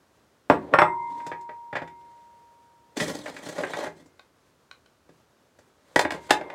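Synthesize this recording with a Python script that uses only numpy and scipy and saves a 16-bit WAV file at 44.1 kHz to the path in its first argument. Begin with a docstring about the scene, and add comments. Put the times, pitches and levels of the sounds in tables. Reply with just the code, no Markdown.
"""Handling a metal fan in a small bedroom

A metal part knocks down four times and is left ringing on one long note with a beating overtone.
Small parts tap, something is dragged with a rough catch-and-slip scrape, and a hollow plastic piece
ticks as it is picked up, then clatters down onto the metal. Each hit is a sharp pulse plus the ring
of the thing struck. Hits and friction get a short room tail; quiet air lies under it all."""
import sys
import numpy as np
from scipy import signal
from scipy.fft import rfft, irfft, next_fast_len
from scipy.io import wavfile

SR = 44100
rng = np.random.default_rng(int(sys.argv[2]) if len(sys.argv) > 2 else 0)


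def wav_out(sig):
    """Save sig, one row per channel (or a flat mono array), as 16-bit PCM at SR to the path in sys.argv[1]."""
    wavfile.write(sys.argv[1], SR, np.round(np.clip(np.atleast_2d(sig).T, -1, 1) * 32767).astype(np.int16))


N = 288414
TIME = np.arange(N) / SR
HIT_SAMPLES = 16384

# Levels and gains in the tables are relative: each layer is trimmed again in its function.
# room tone: freq_hz, level_db
AIR_SPECTRUM = [(18, -53), (30, -20.5), (64, -1.5), (221, -3.5), (245, -3), (461, -3.5), (540, -3.5),
                (844, -9), (937, -7), (1540, -10.5), (2120, -16.5), (6550, -21.5), (16000, -32.5)]
# the room's tail, longest in the bass: freq_hz, t60_s
ROOM_DECAY = [(100, 0.9), (400, 0.23), (1500, .2), (5000, 0.14), (14000, .13)]
# the room's standing waves: pitch_hz, width_hz, gain_db
STANDING_WAVES = [(70.4, 2, 3.5), (127, 8, -3.5), (162.8, 6.8, 8.5), (264, 7, 0), (300, 10, 0.5),
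                  (373, 3, 4), (603, 24, 0.5)]

# the drag (a hard tug, a light slide, three catches, a long push, settling):
# full_pressure_s, swell_s, hold_s, fade_s, level_db, brightness_db_per_band, rumble_db
DRAG_STROKES = [(2.972, 0.0085, 0.041, 0.24, -33.5, -2.24, 2), (3.05, 0.054, 0.33, .05, -54, -3, 2),
                (3.26, .015, 0.033, 0.015, -36, -7, -11), (3.465, 0.075, 0.01, 0.19, -49, 0.5, 5),
                (3.585, 0.0068, 0.019, 0.093, -32, -9.5, -2),
                (3.735, 0.43, 0.12, 0.055, -34.5, -7.5, -10.5), (3.98, 0.11, 0.031, 0.048, -61, -3, 8.5)]
# smoother rubs, mostly sliding into a hit or rocking after it: same columns
RUB_STROKES = [(0.525, 0.021, .02, .035, -28, -14.5, -3), (0.6, 0.036, 0.14, 0.039, -46, -15.5, -3),
               (0.732, .012, 0.0057, .004, -27, -18.5, -3), (1.15, .3, 0.033, 0.28, -59, -3, 7),
               (2.0, .05, 0.18, 0.62, -70, -3.5, -9), (5.945, .25, 0.0069, .02, -63, -1.5, -7),
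               (6.14, 0.011, 0.011, 0.05, -36.5, -9.5, -8), (6.24, 0.093, 0.039, .02, -58, 0, -7),
               (6.297, 0.0076, 0.0089, 0.0035, -26, -10, -17), (6.39, 0.036, .15, .05, -42, -15.5, -18)]
# colour of the friction: freq_hz, level_db
FRICTION_SPECTRUM = [(29, -50.5), (50, -18.5), (138, -13), (180, -2.5), (306, 1), (380, -6), (520, 2),
                     (1330, -11), (1910, -9), (2680, -17.5), (3250, -17.5), (5270, -28), (7570, -26.5),
                     (16000, -46)]
# borders of its rumble, low, mid and high bands: edge_hz
FRICTION_EDGES = [30, 380, 1100, 4200, 17000]
# resonances of the dragged piece: pitch_hz, width_hz, gain_db
DRAG_MODES = [(1430, 40, -3.5), (1680, 40, -2), (1920, 110, 0), (2265, 170, -10), (3180, 170, -13),
              (3470, 69, -12), (4170, 94, -16), (6130, 320, -18)]

# Hit cues, tilted from heavy thud to light rap: start_s, level_db, tilt_db_per_octave, snap_db
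TAP_HITS = [(1.201, -48, 0.5, -22), (1.265, -39, -4, -5.5), (1.316, -34, -1, -28.5), (1.41, -64.5, -2, 7),
            (1.491, -41.5, -2, -30), (1.728, -34, -2, -28.5), (1.754, -29, 0.5, -22.5),
            (1.764, -30, 0.5, -24), (1.818, -35, -4.5, -27), (1.875, -54.5, 5, -7.5),
            (2.969, -41, 4.5, 6.5), (3.0, -29, 3, -4.5), (3.013, -38.5, -10, -25), (3.26, -39, 3.5, -16),
            (3.365, -43, 5, -6), (3.461, -41.5, -6.5, -23), (3.581, -34.5, -6, -10), (3.635, -29, 1, -42),
            (3.735, -31, 0.5, -19), (3.862, -35, -2, -34), (4.059, -61, -10, 1), (5.091, -55.5, -7, -13),
            (5.588, -56.5, -4, -3)]  # light bumps while handling
TICK_HITS = [(4.194, -53.5, 1.9, -10), (4.712, -53.5, 6.4, -4), (4.86, -65.5, 2, -3)]  # the plastic piece picked up
CLATTER_HITS = [(5.9598, -20, -1, -16), (5.9922, -23.5, 0.5, -10), (6.012, -35, -2, -7),
                (6.0498, -27, -2, -32), (6.106, -36.5, 3.5, -12), (6.119, -35, -2.5, -15),
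                (6.3064, -16.5, 1.3, -12.5), (6.411, -38, -4, -30), (6.5005, -46, 4.5, -22.5)]  # the plastic piece dropping and rocking
KNOCK_HITS = [(0.4988, -15.5, -4, -30), (0.7372, -17.5, 0, -35), (0.787, -18.5, 3.5, -33),
              (0.8178, -19, -0.7, -29)]  # the metal part set down
# bass, mid, bright and snap points of a hit's tone curve: freq_hz
TONE_POINTS = [260, 900, 2300, 6500]
# What each kind of hit radiates: freq_hz, gain_db
TAP_SPECTRUM = [(30, 1.1), (90, 37.2), (200, 33.7), (450, 45.6), (1100, 38.4), (1900, 41.6), (3000, 34.7),
                (7000, 32.5), (15000, 10.7)]
CLATTER_SPECTRUM = [(30, 5), (75, 31), (200, 28), (320, 44), (850, 41.6), (1250, 34.7), (1800, 39.5),
                    (2900, 32.9), (4500, 35.2), (8500, 31.6), (15000, 14)]
KNOCK_SPECTRUM = [(30, -2.5), (75, 30), (200, 34), (300, 42), (500, 42), (1000, 46), (2000, 40), (3000, 33),
                  (4200, 31), (7000, 28.5), (15000, 14.5)]
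# Resonances the hits excite: pitch_hz, width_hz, gain_db
HOLLOW_PLASTIC_MODES = [(850.7, 11, 7), (964, 18, 0.5), (1664, 92, 4.5), (1930, 56, 7), (2113, 1.6, 10.5),
                        (2430, 22, 3), (2473, 8.3, 0.5), (3544, 75, 6.5), (4220, 30, -14), (4883, 56, 4),
                        (7380, 230, -1)]
HELD_PLASTIC_MODES = [(1110, 69, -3), (1500, 77, 0.5), (2500, 84, 4), (3040, 117, 3), (3300, 60, -4),
                      (3820, 280, 1.5), (4100, 180, -1)]
SURFACE_MODES = [(536, 17, 2.5), (854, 18, 5.5), (1247, 66, -3.5), (1370, 41, -1), (1900, 16, 1.5),
                 (3460, 44, 6.5)]  # the surface under the metal

# hits that set the metal ringing: start_s, level_db, tilt_db_per_octave, damping_db_per_s
RING_HITS = [(0.499, -19.5, 4.3, 45), (0.738, -6.5, 1, 230), (0.787, 0, 0.5, 1), (5.959, -19.5, -1, 7),
             (6.3062, -18.5, -11, 18)]
# the metal's long note, a quick and a slow decay at one pitch: level_db, t60_s
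NOTE_DECAYS = [(-29, 0.9), (-27, 4.15)]
NOTE_HZ, OVERTONE_HZ, BEAT_HZ = 940.7, 2088, 5.6
# the metal's other modes: pitch_hz, level_db, t60_s
METAL_PARTIALS = [(353, -28, 0.46), (604.4, -21, .3), (858, -17, .33), (890, -35.5, 1.4), (983, -34.5, 1.5),
                  (1010, -35.5, 1.8), (1043, -33.5, 1.1), (1067, -37.5, .6), (1190, -28, .25),
                  (1884, -45.5, 0.42), (3620, -55.5, .35), (5432, -37.5, 0.17), (7980, -47, .3),
                  (9720, -57, 0.18), (10430, -55, 0.26), (10910, -55, .22), (12800, -55, .2)]


def from_db(db):
    """Decibels to gain."""
    return 10 ** (np.asarray(db) / 20)


def rms_one(x):
    """Scale to rms 1."""
    return x / np.sqrt(np.mean(x ** 2) + 1e-20)


def at_hz(points, hz):
    """Read a (freq_hz, value) table on a log-frequency axis."""
    knots, values = np.transpose(points)
    return np.interp(np.log(np.maximum(hz, 1)), np.log(knots), values)


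def bins(size):
    """Frequencies of a real FFT."""
    return np.arange(size // 2 + 1) * SR / size


def add(track, start_s, sound):
    """Mix a sound in on its cue."""
    start = round(start_s * SR)
    track[start:start + len(sound)] += sound[:N - start]


def coloured(x, spectrum):
    """EQ a signal with a spectrum table; rms 1."""
    size = next_fast_len(N)
    return rms_one(irfft(rfft(x, size) * from_db(at_hz(spectrum, bins(size))), size)[:N])


def drift(rate_hz):
    """A random wobble with a spread near 1."""
    return np.interp(TIME * rate_hz, np.arange(N // 20), rng.standard_normal(N // 20))


def resonate(x, modes):
    """Parallel resonances driven by a signal."""
    out = 0
    for hz, width_hz, db in modes:
        radius = np.exp(-np.pi * width_hz / SR)
        poles = [1, -2 * radius * np.cos(2 * np.pi * hz / SR), radius ** 2]
        out += from_db(db) * (1 - radius ** 2) / 2 * signal.lfilter([1, 0, -1], poles, x + 1e-18)
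    return out


def dense_ring(t60_table, onset_s):
    """Countless overlapping modes: white noise that dies away band by band."""
    t, hz, out = TIME[:HIT_SAMPLES], bins(HIT_SAMPLES), 0
    white = rfft(rng.standard_normal(HIT_SAMPLES))
    attack = 1 - np.exp(-(t / onset_s) ** 2)
    edges = np.r_[0, np.geomspace(150, SR / 2, 13)]
    for low, high in zip(edges, edges[1:]):
        band = irfft(white * ((hz >= low) & (hz < high)))
        decay = from_db(-60 * t / at_hz(t60_table, (low + high) / 2))
        share = np.sqrt(2 * (high - low) / SR / HIT_SAMPLES)  # even energy per Hz
        out += rms_one(band * attack * decay) * share
    return out


def minimum_phase(gain):
    """Turn a gain curve into the spectrum of a pulse with nothing ahead of its attack."""
    cepstrum = irfft(np.log(gain))
    fold = np.r_[1, np.full(HIT_SAMPLES // 2 - 1, 2), np.zeros(HIT_SAMPLES // 2)]
    return np.exp(rfft(cepstrum * fold))


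def room_air():
    """A bed of soft, dark noise whose level wavers slightly."""
    return from_db(-64) * coloured(rng.standard_normal(N), AIR_SPECTRUM) * from_db(0.78 * drift(19))


def bedroom(x, wet_db, modes_db):
    """Near walls and soft furnishings add a short tail and a few low standing waves."""
    # the hits and friction carry no deep bass
    x = signal.sosfilt(signal.butter(3, 62, "high", fs=SR, output="sos"), x)
    tail = signal.fftconvolve(x, dense_ring(ROOM_DECAY, onset_s=0.0072))[:N]
    return x + from_db(wet_db) * tail + from_db(modes_db) * resonate(x, STANDING_WAVES)


def squeaks(per_s, width_hz, count):
    """Edges stick and ring briefly, each at a high pitch of its own."""
    slips = rng.standard_normal(N) * (rng.random(N) < per_s / SR)
    edge = rng.integers(0, count, N)
    return rms_one(sum(resonate(slips * (edge == k), [(hz, width_hz, 0)])
                       for k, hz in enumerate(np.geomspace(1500, 11000, count))))


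def pressure(full_s, swell_s, hold_s, fade_s):
    """A stroke rises 20 dB per swell_s, holds at 1, then falls 20 dB per fade_s."""
    away = np.maximum((full_s - TIME) / swell_s, (TIME - full_s - hold_s) / fade_s)
    return from_db(-20 * np.clip(away, 0, 10))


def friction(strokes, grains_per_s, spread_db, judder_db, flicker_db, ring_db, squeak_db, bands_db):
    """Surfaces catch and slip in clumps of tiny grains; pressure drives four bands together."""
    sizes = from_db(spread_db * np.minimum(rng.exponential(1, N), 4)) * rng.choice([-1, 1], N)
    slips = rng.random(N) < grains_per_s / SR
    grains = rms_one(sizes * slips * from_db(judder_db * drift(110)))
    grit = grains + from_db(ring_db) * resonate(grains, DRAG_MODES)
    grit += from_db(squeak_db) * squeaks(per_s=1500, width_hz=90, count=36)
    texture = coloured(grit, FRICTION_SPECTRUM)
    power, out = 0, 0
    for *timing, level_db, bright_db, rumble_db in strokes:
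        gains = from_db(level_db + np.array([rumble_db, 0, bright_db, 2 * bright_db]))
        power += np.outer(gains, pressure(*timing)) ** 2
    for k, edges in enumerate(zip(FRICTION_EDGES, FRICTION_EDGES[1:])):
        band = signal.sosfilt(signal.butter(4, edges, "band", fs=SR, output="sos"), texture)
        band = rms_one(band * from_db(flicker_db * drift(70)))
        out += band * np.sqrt(power[k]) * from_db(bands_db[k])
    return out


def soft_rubs():
    """Dense, even grains blur into a smooth slide."""
    return friction(RUB_STROKES, grains_per_s=20000, spread_db=1, judder_db=2, flicker_db=1,
                    ring_db=-4, squeak_db=-11, bands_db=[-2.9, -2.4, -1.5, -1.5])


def rough_drag():
    """Coarse, juddering grains make the dragged piece ring."""
    return friction(DRAG_STROKES, grains_per_s=5000, spread_db=2, judder_db=5, flicker_db=1.26,
                    ring_db=10, squeak_db=-4.5, bands_db=[-4.5, -2.94, -4, 0])


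def impacts(cues, spectrum, middle_db, body_t60_s, body_db, lag_s, edge_hz):
    """Each contact is a sharp pulse, followed by the short dense ring of the thing struck."""
    out, hz = np.zeros(N), bins(HIT_SAMPLES)
    # bending waves carry the treble first; lag_s is the delay at 1 kHz
    bending = np.exp(-4j * np.pi * lag_s * np.sqrt(hz * 1000))
    direct = bending / (1 + 1j * hz / edge_hz)
    octaves = np.log2(np.divide(TONE_POINTS, TONE_POINTS[1]))
    for start_s, level_db, tilt_db, snap_db in cues:
        # bass and treble see-saw about the middle, which stands out by middle_db
        bass_db, _, bright_db, _ = tilt_db * octaves - middle_db
        tone = list(zip(TONE_POINTS, [bass_db, 0, bright_db, snap_db]))
        pulse = minimum_phase(from_db(level_db + at_hz(tone, hz) + at_hz(spectrum, hz)))
        body = from_db(body_db) * rfft(dense_ring([(1, body_t60_s)], onset_s=0.0015))
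        add(out, start_s, irfft(pulse * (direct + body)))
    return out


def handling_taps():
    """Small parts bump: soft-edged hits with a hint of hollow plastic."""
    hits = impacts(TAP_HITS, TAP_SPECTRUM, middle_db=3.5, body_t60_s=0.066, body_db=4.5,
                   lag_s=0.000816, edge_hz=2100)
    return from_db(-7.5) * hits + from_db(-10) * resonate(hits, HOLLOW_PLASTIC_MODES)


def plastic_ticks():
    """The plastic piece is picked up: tiny clicks that die quickly in the hand."""
    hits = impacts(TICK_HITS, TAP_SPECTRUM, middle_db=7.5, body_t60_s=0.01, body_db=5.5,
                   lag_s=0.000675, edge_hz=4800)
    return from_db(-9.5) * hits + from_db(2) * resonate(hits, HELD_PLASTIC_MODES)


def plastic_clatter():
    """The plastic piece drops onto the metal and rocks: crisp hits ring its hollow shell."""
    hits = impacts(CLATTER_HITS, CLATTER_SPECTRUM, middle_db=4, body_t60_s=0.032, body_db=5,
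                   lag_s=0.001178, edge_hz=27000)
    return from_db(-3) * hits + from_db(-5) * resonate(hits, HOLLOW_PLASTIC_MODES)


def metal_knocks():
    """The metal part is set down: hard hits sound the surface beneath it."""
    hits = impacts(KNOCK_HITS, KNOCK_SPECTRUM, middle_db=5.5, body_t60_s=0.058, body_db=1.5,
                   lag_s=0.0012, edge_hz=19000)
    return from_db(-1) * hits + from_db(-4) * resonate(hits, SURFACE_MODES)


def metal_ring(overtone_db, overtone_t60_s, twin_share):
    """The metal rings on after the harder hits, unless a hand or another object damps it."""
    out = np.zeros(N)
    modes = METAL_PARTIALS + [(NOTE_HZ, db, t60_s) for db, t60_s in NOTE_DECAYS]
    for start_s, level_db, tilt_db, damping_db_per_s in RING_HITS:
        t, ring = TIME[:N // 2], 0
        for hz, db, t60_s in modes:
            envelope = from_db(db + tilt_db * np.log2(hz / NOTE_HZ) - 60 * t / t60_s)
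            ring += envelope * np.sin(2 * np.pi * hz * t)
        # the rim is not quite round, so its overtone splits into a beating pair
        twin = twin_share * np.sin(2 * np.pi * (OVERTONE_HZ + BEAT_HZ) * t)
        pair = np.sin(2 * np.pi * OVERTONE_HZ * t) - twin
        ring += from_db(overtone_db - 60 * t / overtone_t60_s) * pair
        add(out, start_s, from_db(level_db - damping_db_per_s * t) * ring)
    return out


def scene():
    """Mono mix: hits and friction go through the room; the metal's ring and the air stay dry."""
    handling = metal_knocks() + plastic_clatter() + handling_taps() + plastic_ticks()
    handling += rough_drag() + soft_rubs()
    ring = metal_ring(overtone_db=-36, overtone_t60_s=1, twin_share=0.97)
    return (bedroom(handling, wet_db=-6.5, modes_db=1) + ring + room_air())[None]


def record(dry):
    """Soft-clip the loudest peaks, then cut the deepest bass and the very top."""
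    rounded = dry / (1 + (dry / 0.88) ** 4) ** 0.25
    thinned = signal.sosfilt(signal.butter(3, 45, "high", fs=SR, output="sos"), rounded)
    return signal.sosfilt(signal.ellip(10, 0.1, 80, 16000, fs=SR, output="sos"), thinned)


dry = scene()
out = record(dry)
wav_out(out)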